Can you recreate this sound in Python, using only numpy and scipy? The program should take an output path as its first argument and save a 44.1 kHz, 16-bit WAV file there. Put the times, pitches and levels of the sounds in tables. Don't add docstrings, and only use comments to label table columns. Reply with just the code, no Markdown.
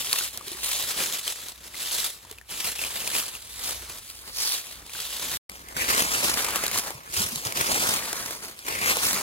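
import sys
import numpy as np
from scipy import signal
from scipy.fft import rfft, irfft, next_fast_len
from scipy.io import wavfile
from scipy.ndimage import uniform_filter1d, map_coordinates

SR = 44100
rng = np.random.default_rng(int(sys.argv[2]) if len(sys.argv) > 2 else 0)


def boost(x):
    u = np.asarray(x, float) / 20
    return 10 ** u


def put_to_file(sound):
    columns = np.atleast_2d(sound).T
    safe = np.clip(columns, -1, 1)
    whole_steps = np.round(safe * 32767)
    wavfile.write(sys.argv[1], SR, whole_steps.astype(np.int16))


N = 406585

SILENCE_START_S, SILENCE_END_S = 5.372, 5.493
TREBLE_EDGE_HZ = 7600

# frequency in Hz, level in dB per Hz.
LITTER_SPECTRUM = [(60, -4.5), (150, 0), (450, -2), (750, -7.5), (1100, -4.5), (1500, -5.5), (2300, -1),
                   (5000, 2), (7600, 0.5), (8300, 4.5), (10500, 1), (15500, -0.5)]


def unit(x):
    return x / np.sqrt(np.mean(x ** 2) + 1e-20)


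def along(points, hz):
    f, v = np.transpose(points)
    return np.interp(np.log(hz + 1), np.log(f + 1), v)


def curves(rows):
    s, *cols = np.transpose(rows)
    return [np.interp(np.arange(N) / SR, s, c) for c in cols]


def filtered(x, response):
    m = next_fast_len(N + 8192)
    spectrum = rfft(x, m) * response(np.fft.rfftfreq(m, 1 / SR))
    return irfft(spectrum, m)[..., :N]


def below(hz, edge_hz, order=6):
    return 1 / (1 + (hz / edge_hz) ** order)


def swells(at_s, size, rise_s, fall_s):
    kicks = np.bincount(np.minimum((at_s * SR).astype(int), N - 1), size, N)
    t = np.arange(SR // 20) / SR
    shape = np.exp(-t / fall_s) * (1 - np.exp(-t / rise_s))
    return np.abs(signal.fftconvolve(kicks, shape / shape.max())[:N])


def rings(at_s, hz, size, cycles, count):
    k = np.arange(count)
    turns = hz[:, None] * k / SR
    decay = np.exp(-turns / cycles) * (1 - k / count)
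    waves = size[:, None] * np.sin(2 * np.pi * turns) * decay
    places = (at_s * SR).astype(int)[:, None] + k
    return np.bincount(places.ravel(), waves.ravel(), N + count)[:N]


def patches(x, size, wide, long, depth_db):
    z = signal.stft(np.pad(x, ((0, 0), (0, size))), nperseg=size)[2]
    field = uniform_filter1d(rng.standard_normal(z.shape[1:]), wide, 0)
    field = uniform_filter1d(field, long, 1)
    return z * boost(depth_db * unit(field))


def drone():
    # time in seconds, level in dB.
    engine_level = [(0.0, -59), (1.25, -61.5), (2.9, -57), (3.1, -56.5), (3.94, -53.5), (4.52, -60),
                    (5.2, -56), (5.6, -55), (5.7, -53), (6.66, -54.5), (7.1, -57.5), (9.22, -62)]
    # frequency in Hz, level in dB per Hz.
    engine_spectrum = [(20, -39), (40, -8.5), (52, -23), (61, 2), (70, -27), (90, -11.5), (200, -44.5)]
    noise = filtered(rng.standard_normal((3, N)), lambda f: boost(along(engine_spectrum, f)))
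    return boost(curves(engine_level)[0] + 1.5) * unit(noise)


def bumps():
    # time in seconds, peak in dB, frequency in Hz.
    contacts = [(0.474, -38, 394), (0.516, -38, 347), (0.548, -41.5, 377), (2.314, -41, 427),
                (5.51, -48.5, 200), (6.95, -42, 130), (5.76, -42, 153), (7.178, -34, 95), (7.2, -33.5, 200),
                (7.241, -39, 92), (7.327, -35.5, 231), (7.359, -40, 153), (7.46, -35.5, 113),
                (7.759, -33, 264)]
    at_s, db, hz = np.transpose(contacts)
    knock = rings(at_s, hz, boost(db), cycles=5.3, count=2000)
    return filtered(knock, lambda f: below(f, 700, order=2))


def snaps():
    # time in seconds, peak in dB, ring in Hz, tear in dB re peak.
    wide_breaks = [(0.0706, -11.5, 3180, -23), (0.1292, -3, 4300, -8.5), (0.1379, -16, 1110, -24.5),
                   (0.185, -12, 2700, -9), (0.2098, -16.5, 1480, -14), (0.243, -20.5, 4200, -8),
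                   (0.3473, -26, 3300, -12.5), (0.374, -18.5, 4100, -6.5), (0.41, -23.5, 1150, -17),
                   (0.481, -20, 4000, -8.5), (0.517, -23.5, 3460, -5), (0.761, -16, 3800, -12),
                   (1.1242, -14.5, 3300, -11.5), (1.278, -9, 3150, -10.5), (1.4844, -21, 3940, -8),
                   (1.7437, -19.5, 2080, -17), (2.2498, -30.5, 970, -13), (2.3123, -28.5, 3020, -2),
                   (2.3845, -23.5, 2540, -17), (2.413, -27, 1780, -18), (2.7919, -12, 2630, -35),
                   (2.838, -11, 2480, -15), (3.075, -13, 2510, -7), (3.352, -18, 2770, -14.5),
                   (3.637, -42, 3350, -37), (4.1, -22.5, 4100, -8.5), (4.385, -6.5, 5230, -18),
                   (4.8952, -23, 2440, -15), (4.9515, -21, 1550, -32), (5.2958, -22, 3080, -6)]
    close_breaks = [(5.4957, -18, 2150, -11.5), (5.6854, -26, 2130, -9), (5.7664, -7.5, 1510, -20.5),
                    (5.9403, -5, 2120, -25), (6.079, -13, 4610, -22), (6.27, -30, 1240, -12),
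                    (6.34, -7, 5130, -12), (6.5583, -13, 1190, -5), (6.6645, -10, 4000, -10),
                    (6.68, -6, 7350, -17), (6.7137, -18.5, 2170, -3.5), (6.758, -13, 1030, -15.5),
                    (6.775, -7, 4400, -13), (6.786, -13.5, 2150, -4), (6.905, -30.5, 880, 3),
                    (7.125, -21, 4260, -11.5), (7.358, -13, 4080, -8.5), (7.424, -28, 3950, -5),
                    (7.451, -14.5, 6450, -11), (7.4694, -4, 4540, -23.5), (7.523, -10.5, 2290, -13),
                    (7.572, -8.5, 2550, -14), (7.6113, -7.5, 1900, -15), (8.129, -19, 1580, 0.5),
                    (8.4483, -21, 4600, -12), (8.5905, -19, 3700, -16), (8.6665, -17, 2420, -13),
                    (8.8593, 1, 2090, -22), (8.969, -21.5, 1140, 3), (9.0513, -11, 5310, -8.5)]
    flap_db, flap_db_per_octave = -9, -9

    at_s, db, hz, tear_db = np.transpose(wide_breaks + close_breaks)
    body_db = tear_db + flap_db + flap_db_per_octave * np.log2(hz / 2500)
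    tear = swells(at_s, boost(db + tear_db + 1.5), rise_s=0.00055, fall_s=0.0016)
    tear = tear * rng.standard_normal((3, N))
    tear = filtered(tear, lambda f: boost(along(LITTER_SPECTRUM, f)) * (1 - below(f, 1100)))
    flap = swells(at_s, boost(db + body_db + 3.5), rise_s=0.00072, fall_s=0.0059)
    flap = flap * rng.standard_normal((3, N))
    flap = filtered(flap, lambda f: below(f, 1300) - below(f, 260))
    ring = rings(at_s, hz, boost(db - 9.5), cycles=11.0, count=400)
    ring = ring + rings(at_s + 0.00121, 1.2 * hz, boost(db - 22), cycles=2.8, count=400)
    return tear + flap + ring * [[1], [.5], [.5]]


def litter():
    at, size = rng.random((1800, 2)).T
    clump_size = boost(-6 * np.log(1 - .96 * size))
    clumps = swells(at * N / SR, clump_size, rise_s=0.00073, fall_s=0.0034)
    at, size = rng.random((400, 2)).T
    shove_size = boost(-3.5 * np.log(1 - .93 * size))
    shoves = swells(at * N / SR, shove_size, rise_s=.006, fall_s=.014)
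    busy = 0.88 + .48 * unit(clumps) + .27 * unit(shoves)
    rub = rng.standard_normal((3, N))
    place, pitch, size = rng.random((11000, 3)).T
    total = np.cumsum(busy)
    at_s = np.interp(place * total[-1], total, np.arange(N) / SR)
    crack_size = boost(5 * pitch - 4.4 * np.log(1 - .995 * size))
    cracks = rings(at_s, 1300 * boost(18 * pitch), crack_size, cycles=1.8, count=128)
    return unit(busy * rub) + 0.22 * unit(cracks) * [[1], [.7], [-.3]]


def strokes(rows, grabs, feel, bed_db, t):
    start, hold, db, weight_db = np.vstack([rows, grabs]).T[:, :, None]
    slow, sudden, fall, fizz_db, soil_db, soil_grows = feel
    rise = np.repeat([slow, sudden], [len(rows), len(grabs)])[:, None]
    before_s = np.maximum(start - t, 0)
    after_s = np.maximum(t - start - hold, 0)
    force_db = db - rise * before_s - fall * after_s
    shares_db = [soil_db + soil_grows * weight_db, weight_db, 0, fizz_db]
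    return np.sqrt([np.sum(boost(force_db + share) ** 2, 0) + boost(bed) ** 2
                    for share, bed in zip(shares_db, bed_db)])


def raking():
    # start in seconds, hold in seconds, rustle in dB, weight on big blades in dB re rustle.
    wide_strokes = [(-0.006, 0.015, -30, -8.5), (0.105, 0.14, -33, -10.3), (0.362, 0.065, -52, -1.5),
                    (0.495, 0.123, -41, -7.5), (0.819, 0.077, -32.5, -9), (1.001, 0.029, -30, -7),
                    (1.145, 0.013, -34, -9), (1.287, 0.0076, -33.5, -9.1), (1.385, 0.1, -44, -7),
                    (1.552, 0.084, -57, -4.5), (1.649, 0.18, -48, -5), (1.935, 0.12, -32.5, -10.2),
                    (2.179, 0.088, -58.5, -2), (2.317, 0.003, -50.5, -3), (2.659, 0.017, -33, -8.5),
                    (2.811, 0.062, -34.5, -7), (2.925, 0.16, -36.5, -7), (3.167, 0.023, -30.5, -8.5),
                    (3.269, 0.098, -42.5, -7), (3.451, 0.17, -46, -7.9), (3.661, 0.043, -33, -7.5),
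                    (3.821, 0.12, -44.5, -4.5), (3.961, 0.029, -46, -7.4), (4.062, 0.12, -47, -9.5),
                    (4.268, 0.032, -46.5, -4), (4.414, 0.14, -32, -10.8), (4.682, 0.055, -45, -5.5),
                    (4.806, 0.047, -55, -0.2), (4.961, 0.217, -37, -9), (5.241, 0.336, -35.5, -6.5)]
    close_strokes = [(5.505, 0.063, -48, -3.5), (5.582, 0.07, -55.5, -2), (5.697, 0.027, -47.5, 3),
                     (5.906, 0.1, -27, -4), (6.019, 0.25, -32, -4.0), (6.133, 0.081, -30.5, -5),
                     (6.268, 0.15, -30, -4.5), (6.435, 0.23, -34.5, -0.5), (6.565, 0.061, -35, -15),
                     (6.758, 0.02, -29, -7), (6.867, 0.03, -38, -1.5), (6.964, 0.143, -53, 2.5),
                     (7.056, 0.002, -54.0, -7.9), (7.174, 0.039, -26.5, -9), (7.244, 0.14, -39, -11.4),
                     (7.333, 0.032, -39.5, -8.2), (7.746, 0.139, -27.5, -4), (7.931, 0.037, -30.9, -5.5),
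                     (7.995, 0.2, -36.5, -2), (8.219, 0.088, -37, -6), (8.302, 0.029, -40.5, -3.1),
                     (8.441, 0.034, -41, -4.5), (8.59, 0.17, -46.5, -8), (8.886, 0.013, -26, -3),
                     (8.973, 0.062, -34, -26), (9.056, 0.067, -26.5, -9), (9.164, 0.031, -34.5, 0)]
    wide_grabs = [
        (0.635, 0.13, -31.5, -10),
        (1.771, 0.135, -37, -11.0),
        (2.514, 0.11, -36, -6.5),
    ]
    close_grabs = [
        (5.775, 0.095, -33, -3),
        (7.454, 0.0069, -32.5, 0),
        (7.56, 0.15, -29.5, -3),
        (8.677, 0.42, -34, -2.5),
    ]
    # time in seconds, resonance in Hz, strength in dB.
    cupped_hand = [(0, 3500, 3), (2.1, 3600, 3), (2.7, 2700, 4), (3.5, 3550, 3.5), (4.2, 3620, 1.5),
                   (4.4, 5300, 6.5), (4.6, 3600, 4), (5.37, 3600, 4), (5.74, 2500, -2.5), (5.78, 2200, 7),
                   (6, 2300, 1), (6.1, 3900, 0.5), (7.3, 3800, -2), (7.55, 2400, 0.5), (8.4, 3100, -3.5),
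                   (8.7, 2250, 5), (8.85, 2250, 8.5), (9.05, 3200, -3.5)]
    # rise, rise of a grab, fall (dB/s), fizz dB, soil dB, soil dB per dB of weight
    wide_feel = (151, 589, 147.5, 1.03, -1.5, 2.14)
    close_feel = (238, 798, 149, -0.6, -11, 0.6)
    wide_bed_db, close_bed_db = (-70.5, -67, -69.5, -66), (-59, -58, -64, -71)

    t = np.arange(0, N, 64) / SR
    wide = strokes(wide_strokes, wide_grabs, wide_feel, wide_bed_db, t)
    close = strokes(close_strokes, close_grabs, close_feel, close_bed_db, t)
    gains = np.where(t < (SILENCE_START_S + SILENCE_END_S) / 2, wide, close)

    heap = patches(litter(), size=512, wide=6, long=6, depth_db=1.5)
    frames = np.minimum(np.arange(heap.shape[2]) * 256, N - 1)
    f = np.fft.rfftfreq(512, 1 / SR)[:, None] + 1
    centre_hz, strength_db = [c[frames] for c in curves(cupped_hand)]
    cup_db = strength_db * np.exp(-(np.log2(f / centre_hz) / .35) ** 2)
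    heap = heap * boost(along(LITTER_SPECTRUM, f) + cup_db) * (f < 16100)

    soil, blade = below(f, 500), below(f, 2000)
    rustle = below(f, TREBLE_EDGE_HZ, order=20)
    parts = [soil, blade - soil, rustle - blade, 1 - rustle]
    power = np.mean(np.abs(heap[0]) ** 2, 1, keepdims=True)
    colour = 0
    for gain, part in zip(gains, parts):
        re_rustle = np.interp(frames / SR, t, gain / gains[2])
        colour = colour + re_rustle * part / np.sqrt(np.sum(power * part ** 2))
    force = np.interp(np.arange(N) / SR, t, gains[2])
    return boost(-0.91) * force * signal.istft(heap * colour, nperseg=512)[1][:, :N]


def ports(shared, left, right):
    # time in seconds, lead of the left port in ms.
    hand_place = [(0, 0.052), (.55, 0.047), (.62, 0.084), (.9, 0.013), (3.7, -0.063), (4.3, 0.14),
                  (4.6, 0.068), (5.3, 0.016), (5.75, 0.5), (6.45, 0.056), (6.9, 0.079), (7.05, 0.48),
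                  (7.3, 0.15), (7.55, 0.42), (8.05, 0.064), (8.55, 0.14), (8.7, 0.42), (9.2, 0.031)]
    # frequency in Hz, share.
    hand_share = [(100, .6), (1500, .5), (3500, .45), (7000, .4)]
    # frequency in Hz, share.
    folded_share = [(7500, 0.067), (9000, 0.74), (10200, 0.93), (11000, 1), (15500, 1)]
    # frequency in Hz, share.
    held_share = [(100, .72), (700, .74), (1600, .7), (3500, .5), (7000, .3)]
    # frequency in Hz, left minus right in dB.
    body_shade = [(60, -3), (110, -0.5), (200, 0.5), (380, -1.5), (700, 2.5), (1290, 2.5), (2380, 3),
                  (4400, -1.5), (8120, -1.5), (15000, 0.5)]
    held_lead_s = 0.00028
    treble_lag_s, treble_turn_cycles = 1 / 3250, .154

    lead_ms, = curves(hand_place)
    shift = lead_ms * SR / 2000
    heard = np.array([map_coordinates(shared, [np.arange(N) + side * shift], mode="nearest")
                      for side in (1, -1)])

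    def low(f):
        return below(f, TREBLE_EDGE_HZ, order=24)

    def share(f):
        return np.clip(low(f) * along(hand_share, f) + (1 - low(f)) * along(folded_share, f), 0, 1)

    def shade(f):
        return boost(np.outer([.5, -.5], along(body_shade, f)))

    def late(f):
        return np.exp(np.outer([-1j, 1j], np.pi * (f * treble_lag_s - treble_turn_cycles)))

    def held_and_own(f):
        held = low(f) * along(held_share, f)
        return [np.sqrt(held) * np.exp(-2j * np.pi * f * held_lead_s), np.sqrt(1 - held)]

    right = filtered(np.array([left, right]), held_and_own).sum(0)
    direct = filtered(heard, lambda f: shade(f) * np.sqrt(low(f) * share(f)))
    folded = filtered(shared, lambda f: shade(f) * late(f) * np.sqrt((1 - low(f)) * share(f)))
    scattered = filtered(np.array([left, right]), lambda f: shade(f) * np.sqrt(1 - share(f)))
    return direct + folded + scattered


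def scene():
    return ports(*(drone() + bumps() + snaps() + raking()))


def low_pass(x):
    return signal.sosfilt(signal.butter(12, 16100, fs=SR, output="sos"), x)


def record(dry):
    t = np.arange(N) / SR
    heard = filtered(dry, lambda f: (1 - below(f, 35, order=4)) * (f < 15850))
    fade = 0.038 * boost(-3000 * np.maximum(t - SILENCE_START_S, 0))
    silent = (t > SILENCE_START_S) & (t < SILENCE_END_S)
    return low_pass(heard * np.where(silent, fade, 1))


dry = scene()
out = record(dry)
put_to_file(out)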